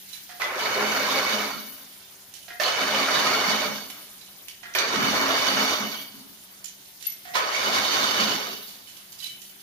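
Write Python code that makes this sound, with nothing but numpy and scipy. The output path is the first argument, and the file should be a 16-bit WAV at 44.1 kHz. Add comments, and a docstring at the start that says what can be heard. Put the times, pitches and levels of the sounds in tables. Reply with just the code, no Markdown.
"""Workshop hiss and motor hum come first, then slack wire ticking on its guides in a metal-roofed shed.
A wire weaving machine works in strokes before two small microphones: a latch clicks, the drive clanks in,
feed rollers and wire rattle through the steel frame for a second and coast to rest.
Filtered noise makes the hiss, sines the hum, noise bursts into ringing modes the struck metal,
random contacts through frame resonances the rattle, and feedback delays the shed."""
import sys
import numpy as np
from scipy import signal
from scipy.fft import rfft, irfft, next_fast_len
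from scipy.io import wavfile
from scipy.ndimage import map_coordinates

SR = 44100
rng = np.random.default_rng(int(sys.argv[2]) if len(sys.argv) > 2 else 0)


def generate_wav(sig):
    """Save sig (samples, or channels by samples) to the path in sys.argv[1] as 16-bit PCM at SR."""
    pcm = np.round(np.clip(np.atleast_2d(sig).T, -1, 1) * 32767).astype(np.int16)
    wavfile.write(sys.argv[1], SR, pcm)


N = 424241
SLOW = np.arange(0, N + 40, 40) / SR   # time steps of all slow controls, in seconds


def from_db(db):
    """dB to gain."""
    return 10 ** (np.asarray(db) / 20)


def rms_one(x):
    """Scaled to rms 1."""
    return x / np.sqrt(np.mean(x ** 2) + 1e-20)


def in_time(rows):
    """Columns of a curve, read at the slow steps."""
    s, *columns = np.transpose(rows)
    return np.array([np.interp(SLOW, s, column) for column in columns])


def per_sample(slow):
    """A slow control filled in to one value a sample."""
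    return np.interp(np.arange(N) / SR, SLOW, slow)


def at_hz(points, hz):
    """A spectrum read on a log-frequency axis."""
    points_hz, values = np.transpose(points)
    return np.interp(np.log(hz), np.log(points_hz), values)


def drift(rate_hz):
    """Slow random wander of rms 1: noise through two equal low-pass poles."""
    r = np.exp(-2 * np.pi * rate_hz * SLOW[1])
    settle = 2000   # steps dropped while the filter settles
    noise = rng.standard_normal(len(SLOW) + settle)
    return rms_one(signal.lfilter([1], [1, -2 * r, r * r], noise)[settle:])


def left_right(tilt_db):
    """Gains of left and right whose levels differ by the tilt."""
    return from_db([[tilt_db / 2], [-tilt_db / 2]])


def ring(x, hz, t60_s):
    """A decaying mode: a unit click sets a sine of height 1 ringing."""
    r = from_db(-60 / (t60_s * SR))
    w = 2 * np.pi * hz / SR
    return signal.lfilter([0, np.sin(w)], [1, -2 * r * np.cos(w), r * r], x + 1e-18)


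def resonate(x, hz, width_hz):
    """A resonance of gain 1 at its peak."""
    r = np.exp(-np.pi * width_hz / SR)
    poles = [1, -2 * r * np.cos(2 * np.pi * hz / SR), r * r]
    return signal.lfilter(np.array([1, 0, -1]) * (1 - r * r) / 2, poles, x)


def wandering(x, hz, width_hz):
    """A resonance whose centre wanders: shifted down to 0 Hz, smoothed, shifted back up."""
    r = np.exp(-np.pi * width_hz / SR)
    path_hz = hz * per_sample(1 + .0035 * drift(3.0))
    turn = np.exp(2j * np.pi * np.cumsum(path_hz) / SR)
    return 2 * np.real(turn * signal.lfilter([1 - r], [1, -r], x * turn.conj()))


# How alike the two microphones hear each pitch. Each row: frequency in Hz, left-right likeness from 0 to 1.
LIKENESS = [(60, 1), (290, 0.84), (640, 0.46), (1400, 0.031), (3100, 0.16), (15000, 0.068)]
# How each pitch leans between the microphones. Each row: frequency in Hz, left minus right in dB.
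SIDES = [(60, -3), (150, -1), (380, -1.5), (950, 1.5), (2380, -2.5), (5980, -9), (15000, 9)]


def spread(pair, hz):
    """Two unrelated signals mixed into left and right, as alike and as balanced as this pitch is heard."""
    alike = np.clip(at_hz(LIKENESS, hz), 0, 1)
    mid, side = np.sqrt(1 + alike), np.sqrt(1 - alike)
    return (left_right(at_hz(SIDES, hz)) * [[mid, side], [mid, -side]]) @ pair


def bands(source, spectrum, db_at, patchy_db):
    """Half-octave bands, each with its own level and flicker; neighbours get unrelated sources."""
    out = 0
    edges_hz = 22 * 2 ** np.arange(0, 9.6, .5)
    for k, (low_hz, high_hz) in enumerate(zip(edges_hz, edges_hz[1:])):
        hz = np.sqrt(low_hz * high_hz)
        band = signal.butter(2, [low_hz, high_hz], "band", fs=SR, output="sos")
        pair = signal.sosfilt(band, source[k % 2])
        level_db = db_at(hz) + at_hz(spectrum, hz) + patchy_db * drift(20.3)
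        out = out + per_sample(from_db(level_db)) * spread(pair, hz)
    return out


def scattered(per_s, modes, db_at):
    """Uneven clicks at random moments, each ringing one mode, leaning at random left or right."""
    out = np.zeros((2, N))
    size_db = 3 * np.minimum(rng.exponential(1, N), 4)
    lean_db = np.outer([1, -1], rng.normal(0, 3, N))
    sizes = rng.choice([-1, 1], N) * from_db(size_db + lean_db)
    clicks = rng.random(N) < per_s * per_sample(from_db(4 * drift(8))) / SR
    dealt = np.where(clicks, rng.integers(0, len(modes), N), -1)
    for k, (hz, t60_s) in enumerate(modes):
        strikes = sizes * (dealt == k) * per_sample(from_db(db_at(hz)))
        out += left_right(at_hz(SIDES, hz)) * ring(strikes, hz, t60_s)
    return out


def blows(events, modes, ring_db, crack_hz, crack_db, rise_s, focus_db, rough):
    """Each blow is a strike and a brief chatter: a crack of noise, and the modes near its two pitches.

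    Each event: start in seconds, level in dB, low and high pitch in Hz, chatter in seconds,
    low and high ring in dB, left minus right in dB. The focus is dB lost per octave away from a pitch.
    """
    detune, twin_split, flutter_spread_db = .005, .012, 2.5   # the first two are shares of the pitch
    out, t = np.zeros((2, N + SR)), np.arange(SR // 4) / SR
    wide = signal.butter(2, crack_hz, "band", fs=SR, output="sos")
    push = rms_one(t * np.exp(-t / rise_s)) ** 2 / len(t)   # swells and dies away; peaks at the rise time
    for s, level_db, low_hz, high_hz, chatter_s, low_db, high_db, pan_db in events:
        chatter_s = max(chatter_s, .001)
        # the modes nearest to the two pitches lead
        low_hz, high_hz = (min(modes, key=lambda mode: abs(mode[0] - hz))[0] for hz in (low_hz, high_hz))
        chatter = rng.standard_normal(len(t)) * np.exp(-t / chatter_s) * (1 - np.exp(-t / rise_s))
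        tint = resonate(chatter, low_hz, 0.041 * low_hz) + resonate(chatter, high_hz, 0.64 * high_hz)
        blow = from_db(crack_db) * signal.sosfilt(wide, chatter + 0.55 * tint)
        for (hz, t60_s), (turn, off, split) in zip(modes, rng.random((len(modes), 3))):
            from_low_db = low_db - focus_db * abs(np.log2(low_hz / hz))
            from_high_db = high_db - focus_db * abs(np.log2(high_hz / hz))
            db = max(from_low_db, from_high_db)
            if db <= -30:   # far modes stay silent
                continue
            hz = hz * (1 + detune * (2 * off - 1))
            twin_hz = hz * (1 + twin_split * (2 * split - 1))
            strike = push * np.sin(2 * np.pi * (hz * t + turn)) * 2
            strike = strike + rough * chatter / np.sqrt(chatter_s * SR)
            knots = t[::300]
            flutter_db = flutter_spread_db * np.interp(t, knots, rng.standard_normal(len(knots)))
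            twins = ring(strike, hz, t60_s) + .5 * ring(strike, twin_hz, t60_s)
            blow += from_db(db + ring_db - 3.5 + flutter_db) * twins
        out[:, round(s * SR):][:, :len(t)] += from_db(level_db) * left_right(pan_db) * blow
    return out[:, :N]


# Air of the workshop above 1500 Hz. Each row: time in seconds, relative level in dB.
HISS = [(0, -32), (.38, -32), (1.9, -33.5), (2.5, -35.5), (4.0, -32.5), (4.7, -36.5), (6.2, -35),
        (6.8, -36), (7.2, -33.5), (8.8, -35), (9.62, -34.5)]
# Colour of the workshop from rumble to hiss. Each row: frequency in Hz, relative level in dB per Hz.
SHOP_COLOUR = [(15, -63), (25, -19), (96, -20), (130, -3), (189, -30), (284, -18), (324, -6.5), (382, -27),
               (473, -19.5), (729, -14.5), (2150, -27), (2460, -25), (2890, -20.5), (4450, -24),
               (15800, -21)]
# Motor hum across the shop. Each row: frequency in Hz, relative level in dB.
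HUM = [(100, -74.5), (195, -63), (388, -68.5)]


def workshop():
    """Banded noise for the hiss and rumble of the shed, sines wavering in level and phase for the hum."""
    hiss_db = in_time(HISS)[0]
    db_at = lambda hz: hiss_db if hz > 1500 else -43.0   # the rumble below has no level curve
    out = from_db(8.0) * bands(rng.standard_normal((2, 2, N)), SHOP_COLOUR, db_at, patchy_db=1.8)
    t = np.arange(N) / SR
    for hz, db in HUM:
        level = per_sample(from_db(db - 1.0 + 2.0 * drift(2.7)))
        phase = per_sample(1.83 * drift(4.8))   # radians
        out = out + level * np.sin(2 * np.pi * hz * t + phase)
    return out


def shed(x):
    """Walls and roof answer: six feedback delays a side, duller on every round."""
    t60_s, wall_cut_hz = 0.47, 7400   # decay before the dulling is counted
    size = next_fast_len(N + SR)
    w = 2 * np.pi * np.arange(size // 2 + 1) / size
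    dull = np.exp(-2 * np.pi * wall_cut_hz / SR)
    wall = (1 - dull) / (1 - dull * np.exp(-1j * w))
    out = np.zeros((2, len(w)), complex)
    for k, lag in enumerate(rng.integers(300, 1500, 12)):   # lags in samples
        loop = from_db(-60 * lag / SR / t60_s) * wall * np.exp(-1j * w * lag)
        out[k % 2] += loop / (1 - loop) * (-1) ** (k // 2)
    return irfft(out * rfft(x, size), size)[:, :N]


# Rings of the wire and its guides. Each row: nominal frequency in Hz, decay by 60 dB in seconds.
WIRE_MODES = [(2120, .05), (2300, .06), (2700, .1), (3020, .07), (3600, .09), (3970, .08), (4250, .08),
              (4550, .14), (4900, .055), (5700, .08), (5930, .13), (6250, .09), (7090, .025), (11885, .045)]


def stray_ticks():
    """Faint ticks of the wire at any time: random clicks ringing its modes, but for the two highest."""
    return scattered(30, WIRE_MODES[:-2], lambda hz: np.full(len(SLOW), -63.0))


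# Slack wire on its guides. Each row: start in seconds, level in dB, pitch in Hz (the nearest mode leads),
# chatter in seconds, ring in dB.
TICKS = [(0.086, -38, 3950, 0.041, -14), (.128, -30, 3950, 0.034, -3), (.15, -39, 2300, .03, 1),
         (2.338, -20, 7340, .005, -23), (2.347, -31.5, 4550, 0.041, -22), (2.427, -28, 2980, 0.012, -17),
         (3.898, -17.5, 2930, 0.011, -19), (4.209, -35, 3950, .012, -9), (4.481, -34, 5700, 0.012, 0),
         (4.485, -25, 2980, 0.02, -10), (4.506, -40, 4900, 0.015, 2), (4.521, -45, 5700, .015, -2),
         (4.538, -46, 4900, .012, 1), (6.39, -48, 7090, .015, 11), (6.642, -18.5, 7090, 0.0062, -6),
         (6.653, -29, 7090, 0.022, 4.5), (6.66, -42, 2980, .012, 1), (6.68, -35.5, 6250, 0.03, 1),
         (6.849, -39, 4250, 0.013, -9), (7, -37.5, 3930, 0.057, -20), (7.026, -27, 5930, 0.022, -12),
         (7.051, -27.5, 4550, 0.042, -19), (7.04, -37, 2700, .03, 0), (7.045, -40, 3600, .03, -5),
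         (7.058, -43, 4550, .012, 1), (7.078, -36, 2120, .008, 3), (7.066, -22.5, 12000, 0.0068, 18),
         (7.1, -28.5, 5930, 0.014, -6), (7.119, -38, 11885, 0.0098, 18), (8.671, -33.5, 4500, 0.069, -8),
         (8.87, -31, 2980, 0.073, -8), (8.965, -28, 2980, 0.023, -12), (9.121, -25.5, 5700, 0.017, -18),
         (9.185, -26, 4900, 0.02, -13), (9.2, -31.5, 3950, 0.026, -8), (9.222, -25, 2980, 0.039, -1),
         (9.229, -33, 4900, .02, 1), (9.239, -24, 3950, 0.008, -1), (9.261, -28, 3930, 0.016, -2.5),
         (9.266, -38, 4900, .015, 1), (9.328, -40, 2980, .015, 3), (9.342, -48, 2300, .012, 4.5),
         (9.275, -36, 2300, .02, 0.5), (9.29, -29, 2980, .03, -3), (9.415, -30, 7090, 0.018, -13),
         (9.493, -24.5, 2980, 0.0063, -15)]
# Where a tick sits between the microphones. Each row: pitch in Hz, left minus right in dB.
TICK_SIDES = [(3000, -15.5), (4000, -31), (5500, -10.5), (7090, -26), (11885, 11)]


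def wire_ticks():
    """Slack wire touches a guide: a short chatter rings one or two wire modes, a guide mode faintly joining."""
    guide_hz, guide_db = 2980, -28
    taps = [(s, db, guide_hz, hz, chatter_s, guide_db, ring_db, at_hz(TICK_SIDES, hz))
            for s, db, hz, chatter_s, ring_db in TICKS]
    return blows(taps, WIRE_MODES, ring_db=-9.0, crack_hz=[2300, 12500], crack_db=-16,
                 rise_s=0.0025, focus_db=150, rough=0.46)


# The wire snaps taut, dry. Each row: start in seconds, peak level in dB before panning, low cut in Hz.
SNAPS = [(3.887, -26, 9000), (4.484, -23, 1980), (6.642, -28, 2500), (7.026, -19.5, 1990),
         (9.121, -29, 4500), (9.128, -31, 2600), (9.243, -20, 2200)]


def wire_snaps():
    """Wire snapping taut: a dry noise crack dying in a few milliseconds, without its bass."""
    decay_s, pan_db = 0.0018, -7   # left minus right
    out, t = np.zeros((2, N)), np.arange(SR // 100) / SR
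    for s, db, low_hz in SNAPS:
        no_bass = signal.butter(2, low_hz, "high", fs=SR, output="sos")
        crack = signal.sosfilt(no_bass, rng.standard_normal(len(t)) * np.exp(-t / decay_s))
        crack = crack / np.abs(crack).max()
        out[:, round(s * SR):][:, :len(t)] += from_db(db) * left_right(pan_db) * crack
    return out


# The frame groans as the load shifts. Each row: start in seconds, level in dB, pitch in Hz.
GROANS = [(0.759, -22.5, 410), (1.519, -31.5, 210), (3.471, -28, 210), (3.65, -32, 210), (3.779, -54, 210),
          (3.83, -47, 700), (3.85, -54, 268), (4.96, -28, 210), (5.071, -24.5, 210), (5.522, -27.5, 210),
          (5.801, -29.5, 210), (6.13, -42.5, 210), (6.2, -45.5, 268), (6.28, -52, 268), (8.19, -27.5, 210),
          (8.321, -36, 210), (8.509, -36.5, 410)]
# Low rings of the frame. Each row: nominal frequency in Hz, decay by 60 dB in seconds.
GROAN_MODES = [(210, .17), (268, .2), (410, .12), (700, .1)]


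def frame_groans():
    """The loaded frame groans: slow-rising low blows, each led by one deep mode."""
    heaves = [(s, db, hz, hz, 0.032, 0, 0, -2) for s, db, hz in GROANS]
    return blows(heaves, GROAN_MODES, ring_db=-2.0, crack_hz=[150, 600], crack_db=-13,
                 rise_s=0.0059, focus_db=45, rough=0.63)


# Latch releasing before a stroke. Each row: start in seconds, first, second and third touch in dB,
# tilt in dB (added to the high ring, taken off the low).
LATCH = [(0.290, -35.5, -44, -56, -2.5), (2.479, -33.5, -37, -54, -0.5), (4.63, -33, -39.5, -53.5, 3.5),
         (7.25, -35.5, -39, -49, -3.5)]
# The three touches of a release. Each row: delay in seconds, chatter in seconds, low ring in dB,
# high ring in dB, left minus right in dB.
LATCH_TOUCHES = [(0., 0.018, -12.5, -13, -13), (.022, 0.022, -8, 1.5, -3), (.06, .015, 3, 10, -5)]
# Rings of the latch. Each row: nominal frequency in Hz, decay by 60 dB in seconds.
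LATCH_MODES = [(715, .15), (1400, .05), (1650, .06), (1900, .05), (2050, .05), (2500, .04), (3150, .05),
               (3600, .05), (4000, .05)]


def latch_clicks():
    """The latch lets go in three quick touches, each ringing its low and high modes."""
    low_hz, high_hz = 705, 1900
    touches = []
    for s, *touch_dbs, tilt_db in LATCH:
        for db, (after, chatter_s, low_db, high_db, pan_db) in zip(touch_dbs, LATCH_TOUCHES):
            touches.append((s + after, db, low_hz, high_hz, chatter_s, low_db - tilt_db, high_db + tilt_db, pan_db))
    return blows(touches, LATCH_MODES, ring_db=-0.5, crack_hz=[900, 5000], crack_db=-3.0,
                 rise_s=0.0025, focus_db=15, rough=1.0)


# Clanks of the drive. Each row: start in seconds, level in dB, low pitch in Hz, high pitch in Hz,
# high ring over low ring in dB.
CLANKS = [(0.398, -29.5, 720, 1270, 1), (0.408, -29, 820, 2410, 13), (0.417, -20, 1580, 2000, 11),
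          (0.439, -27.5, 1240, 3410, 4), (0.545, -30, 980, 1880, -14), (0.594, -28, 1270, 2990, 10),
          (0.633, -24, 1220, 4300, -6), (1.5, -29, 1020, 1270, 8), (2.598, -17, 620, 1790, 3.5),
          (2.633, -20, 2990, 4210, 11), (2.615, -19.5, 700, 1800, 1), (2.655, -23, 2990, 4210, -1),
          (2.678, -22, 1270, 2990, 2.5), (2.755, -26, 2240, 2990, 5), (2.945, -21, 1270, 2990, 5),
          (2.985, -25.5, 4535, 2990, 2), (2.672, -21.5, 720, 2990, -7), (3.085, -24.5, 1270, 2240, -4),
          (3.105, -21, 620, 1270, -6), (3.255, -23, 1020, 1270, 6), (3.5, -25, 1270, 620, 2),
          (3.615, -23.5, 620, 2240, -3), (3.9, -42, 1020, 2240, 6), (4.737, -29.5, 2000, 5900, 4),
          (4.749, -18.5, 620, 2400, 12), (4.757, -23.5, 720, 1800, 15.5), (4.784, -15, 3900, 5900, 2),
          (4.791, -18, 2240, 4535, -1.5), (4.957, -19, 1280, 2880, -11), (5.924, -35, 920, 2190, 14),
          (5.94, -34, 3700, 3220, 13), (5.985, -34.5, 2240, 3220, 8), (6.04, -40, 2990, 3220, 3),
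          (6.12, -45, 2990, 4535, 5), (6.17, -48, 3900, 4535, 4), (7.337, -28, 720, 2000, -4),
          (7.342, -27, 1020, 3900, 0), (7.358, -25, 2410, 3450, -1), (7.352, -14, 972, 2030, -7),
          (7.368, -17, 1220, 1770, -5), (7.546, -20, 1340, 2220, 5), (7.825, -38, 1030, 3750, -7)]
# Rings of the drive. Each row: nominal frequency in Hz, decay by 60 dB in seconds.
CLANK_MODES = [(620, .07), (720, .06), (1020, .04), (1270, .08), (1800, .06), (2000, .06), (2240, .06),
               (2410, .07), (2990, .17), (3220, .1), (3450, .08), (3900, .06), (4210, .14), (4535, .15),
               (5900, .04), (7150, .06)]


def drive_clanks():
    """Drive parts strike: a fast hard blow rings the metal modes close to its two pitches."""
    hits = [(*row, 0.012, -tilt_db / 2, tilt_db / 2, -12) for *row, tilt_db in CLANKS]
    return blows(hits, CLANK_MODES, ring_db=-7.5, crack_hz=[800, 6000], crack_db=-4.5,
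                 rise_s=0.00092, focus_db=74, rough=0.21)


# Strokes of the machine. Each row: engaging time in seconds, full drive of rattle, frame rumble, wire zing
# and sizzle in dB, rumble growth in dB per second, brightness of the start in dB, rumble while coasting in dB.
STROKES = [(0.403, -24.5, -28.5, -30, -21, 4, 2, -3), (2.606, -23.5, -28.5, -27, -24, -2, 11.5, -1),
           (4.75, -23.5, -29, -25.5, -21, -25.5, 11, 6), (7.348, -24.5, -25.5, -24, -22.5, 24, 6.5, -4.5)]
# Course of every stroke. Each row: seconds after engaging, then rattle, frame rumble, wire zing and sizzle
# in dB relative to full drive.
STROKE_SHAPE = [(0, -7, -20.5, -16.5, 0), (.14, -7.5, -10.5, -16.5, -26), (.21, -5.5, -2, -6.5, -1),
                (.4, -4, 2.7, -4.5, 1), (.86, -3.43, 2, -1.65, 3.5), (1.01, -6.5, 1.5, -4.5, 4),
                (1.09, -11.5, -4.5, -10.5, 3.5), (1.18, -19, -6.5, -12.5, 3.5),
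                (1.32, -31.5, -19, -26, 1.5), (1.55, -39.5, -25, -36, -19.5), (1.9, -43.5, -41, -51, -42)]
# Uneven running of rattle, frame rumble, wire zing and sizzle: one column, relative depth in dB.
THROB_DB = [.9, 2.2, .9, 1.8]
START_S, COAST_S = 0.174, 1.05   # after engaging: the feed takes up, coasting begins


def stroke_gains():
    """Level in time for any pitch: one stroke shape replayed, its four parts blended over the spectrum."""
    throb_hz, rumble_full_s = 11, 0.62   # the rumble's growth is counted up to here
    silent = [-95] * 4
    rows = []
    for start, *full_db, growth, bright_db, coast_db in STROKES:
        rows.append((start - .006, *silent))
        for s, *db in STROKE_SHAPE:
            rumble_db = growth * min(s - rumble_full_s, 0) + coast_db * (s > COAST_S)
            early_db = bright_db * (s < START_S)
            rows.append((start + s, *(np.add(db, full_db) + [0, rumble_db, early_db, early_db])))
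        rows.append((rows[-1][0] + .05, *silent))
    shared = drift(throb_hz)
    parts_db = in_time(rows) + [db * (0.86 * shared + 0.33 * drift(throb_hz)) for db in THROB_DB]
    parts_log_hz = np.log([70, 150, 300, 450, 2300, 2900, 7200, 8500])
    part_there = np.eye(4)[[0, 1, 1, 0, 0, 2, 2, 3]].T   # which part leads at each of these pitches
    share = lambda hz: [np.interp(np.log(hz), parts_log_hz, row) for row in part_there]
    return lambda hz: share(hz) @ parts_db


# Broad colour of the rattle. Each row: frequency in Hz, relative level in dB per Hz.
RATTLE_COLOUR = [(15, -57), (25, -27), (60, -14), (100, -8), (150, -4), (205, -4), (333, -2.5), (587, 6),
                 (834, 3), (1280, 10.5), (2660, 0.5), (2970, 0), (4570, 4), (6490, -78), (7830, -45),
                 (12400, -24), (15800, -16)]
# Resonances of the steel frame: one column, centre frequency in Hz.
FRAME_HZ = [210, 268, 380, 434, 520, 606, 790, 1033, 1170, 1275, 1520, 2240, 2990, 3700, 4330, 4535, 4840,
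            5330, 5690, 5920, 6485]
# The same resonances in the same order. Each row: width in Hz, relative level in dB.
FRAME = [(8.7, -2), (6.86, -2), (21.6, -18), (11.6, -2.5), (27, -8.5), (19, -3), (47, -9.5), (43.6, -5),
         (44.3, -13.5), (43, -12), (57, -9), (46, 0.5), (60, 2), (423, -4), (178, -5.5), (50, -0.5),
         (118, -23), (83, -11.5), (107, -10), (87, -8.5), (70, -9)]
# How strongly the frame rings in each stroke: one column, relative level in dB.
FRAME_RING_DB = [1, 0.15, -0.79, -2.05]


def metal_contacts():
    """Thousands of uneven metal contacts a second, with heavier knocks in clusters among them."""
    shape = (2, 2, N)
    touch = rng.random(shape) < 6000 * per_sample(from_db(1.5 * drift(14))) / SR
    size = from_db(1.68 * np.minimum(rng.exponential(1, shape), 5))
    contacts = rms_one(touch * size * rng.choice([-1, 1], shape))
    knock = rng.random(N) < 150 * per_sample(from_db(4 * drift(15))) / SR
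    return rms_one(contacts + from_db(14) * knock * rng.standard_normal(shape))


def frame_ring(contacts, db_at):
    """The contacts set the steel frame ringing; each resonance swells, fades and wanders in pitch."""
    out = np.zeros((2, N))
    starts = np.transpose(STROKES)[0]
    stroke = np.maximum(np.searchsorted(starts, SLOW) - 1, 0)
    since_s = SLOW - starts[stroke]
    # weaker until the feed takes up, standing out more as the drive coasts
    ring_db = np.array(FRAME_RING_DB)[stroke] - 3 * (since_s < START_S) + 1 * (since_s > COAST_S)
    for k, (hz, (width_hz, db)) in enumerate(zip(FRAME_HZ, FRAME)):
        waver_db = 1.6 * drift(12) + drift(1)
        gain = per_sample(from_db(db_at(hz) + db + 14 + ring_db + waver_db))
        # gain ahead of the resonance, so it rings on as the drive slows
        out += spread(wandering(gain * contacts[k % 2], hz, width_hz), hz)
    return out


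def loose_clinks(db_at):
    """Loose parts, each with one ring, clink at random and follow the level of the drive."""
    count, low_hz, high_hz, t60_s = 36, 330, 6300, .07
    pitches_hz = np.geomspace(low_hz, high_hz, count) * rng.uniform(.97, 1.03, count)
    loose = [(hz, t60_s) for hz in pitches_hz]
    return scattered(1100, loose, lambda hz: db_at(hz) + at_hz(RATTLE_COLOUR, hz) - 16)


def rattle():
    """Feed rollers and wire: metal contacts heard broadly, through the frame, and in loose parts."""
    contacts = metal_contacts()
    db_at = stroke_gains()
    broad = from_db(-0.5) * bands(contacts, RATTLE_COLOUR, db_at, patchy_db=1.5)
    rings = frame_ring(contacts, db_at) + loose_clinks(db_at)
    low_cut = signal.butter(4, 170, "high", fs=SR, output="sos")   # keeps the skirts of the rings out of the bass
    return broad + signal.sosfilt(low_cut, rings)


def scene():
    """The workshop behind, the shed answering the struck parts, the machine's rattle in front."""
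    wire = stray_ticks() + wire_ticks() + wire_snaps()
    struck = wire + frame_groans() + latch_clicks() + drive_clanks()
    return workshop() + from_db(-7.0) * shed(struck.mean(axis=0)) + struck + rattle()


# The microphone pair turns. Each row: time in seconds, lag of the left microphone in milliseconds.
LEFT_LAG = [(0, 0.071), (2.5, 0.0056), (5, -0.15), (7, -0.23), (9.6, -0.27)]


def record(dry):
    """Two small microphones with a dip in the treble; the left hears earlier or later; the top is cut."""
    late = per_sample(in_time(LEFT_LAG)[0]) * SR / 1000   # in samples
    left = map_coordinates(dry[0], [np.arange(N) - late], order=2, mode="nearest")
    pair = np.array([left, dry[1]])
    pair = pair - 0.58 * resonate(pair, hz=7940, width_hz=1400)
    top_cut = signal.ellip(10, .5, 80, 15400, fs=SR, output="sos")
    return signal.sosfilt(top_cut, pair)


dry = scene()
out = record(dry)
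generate_wav(out)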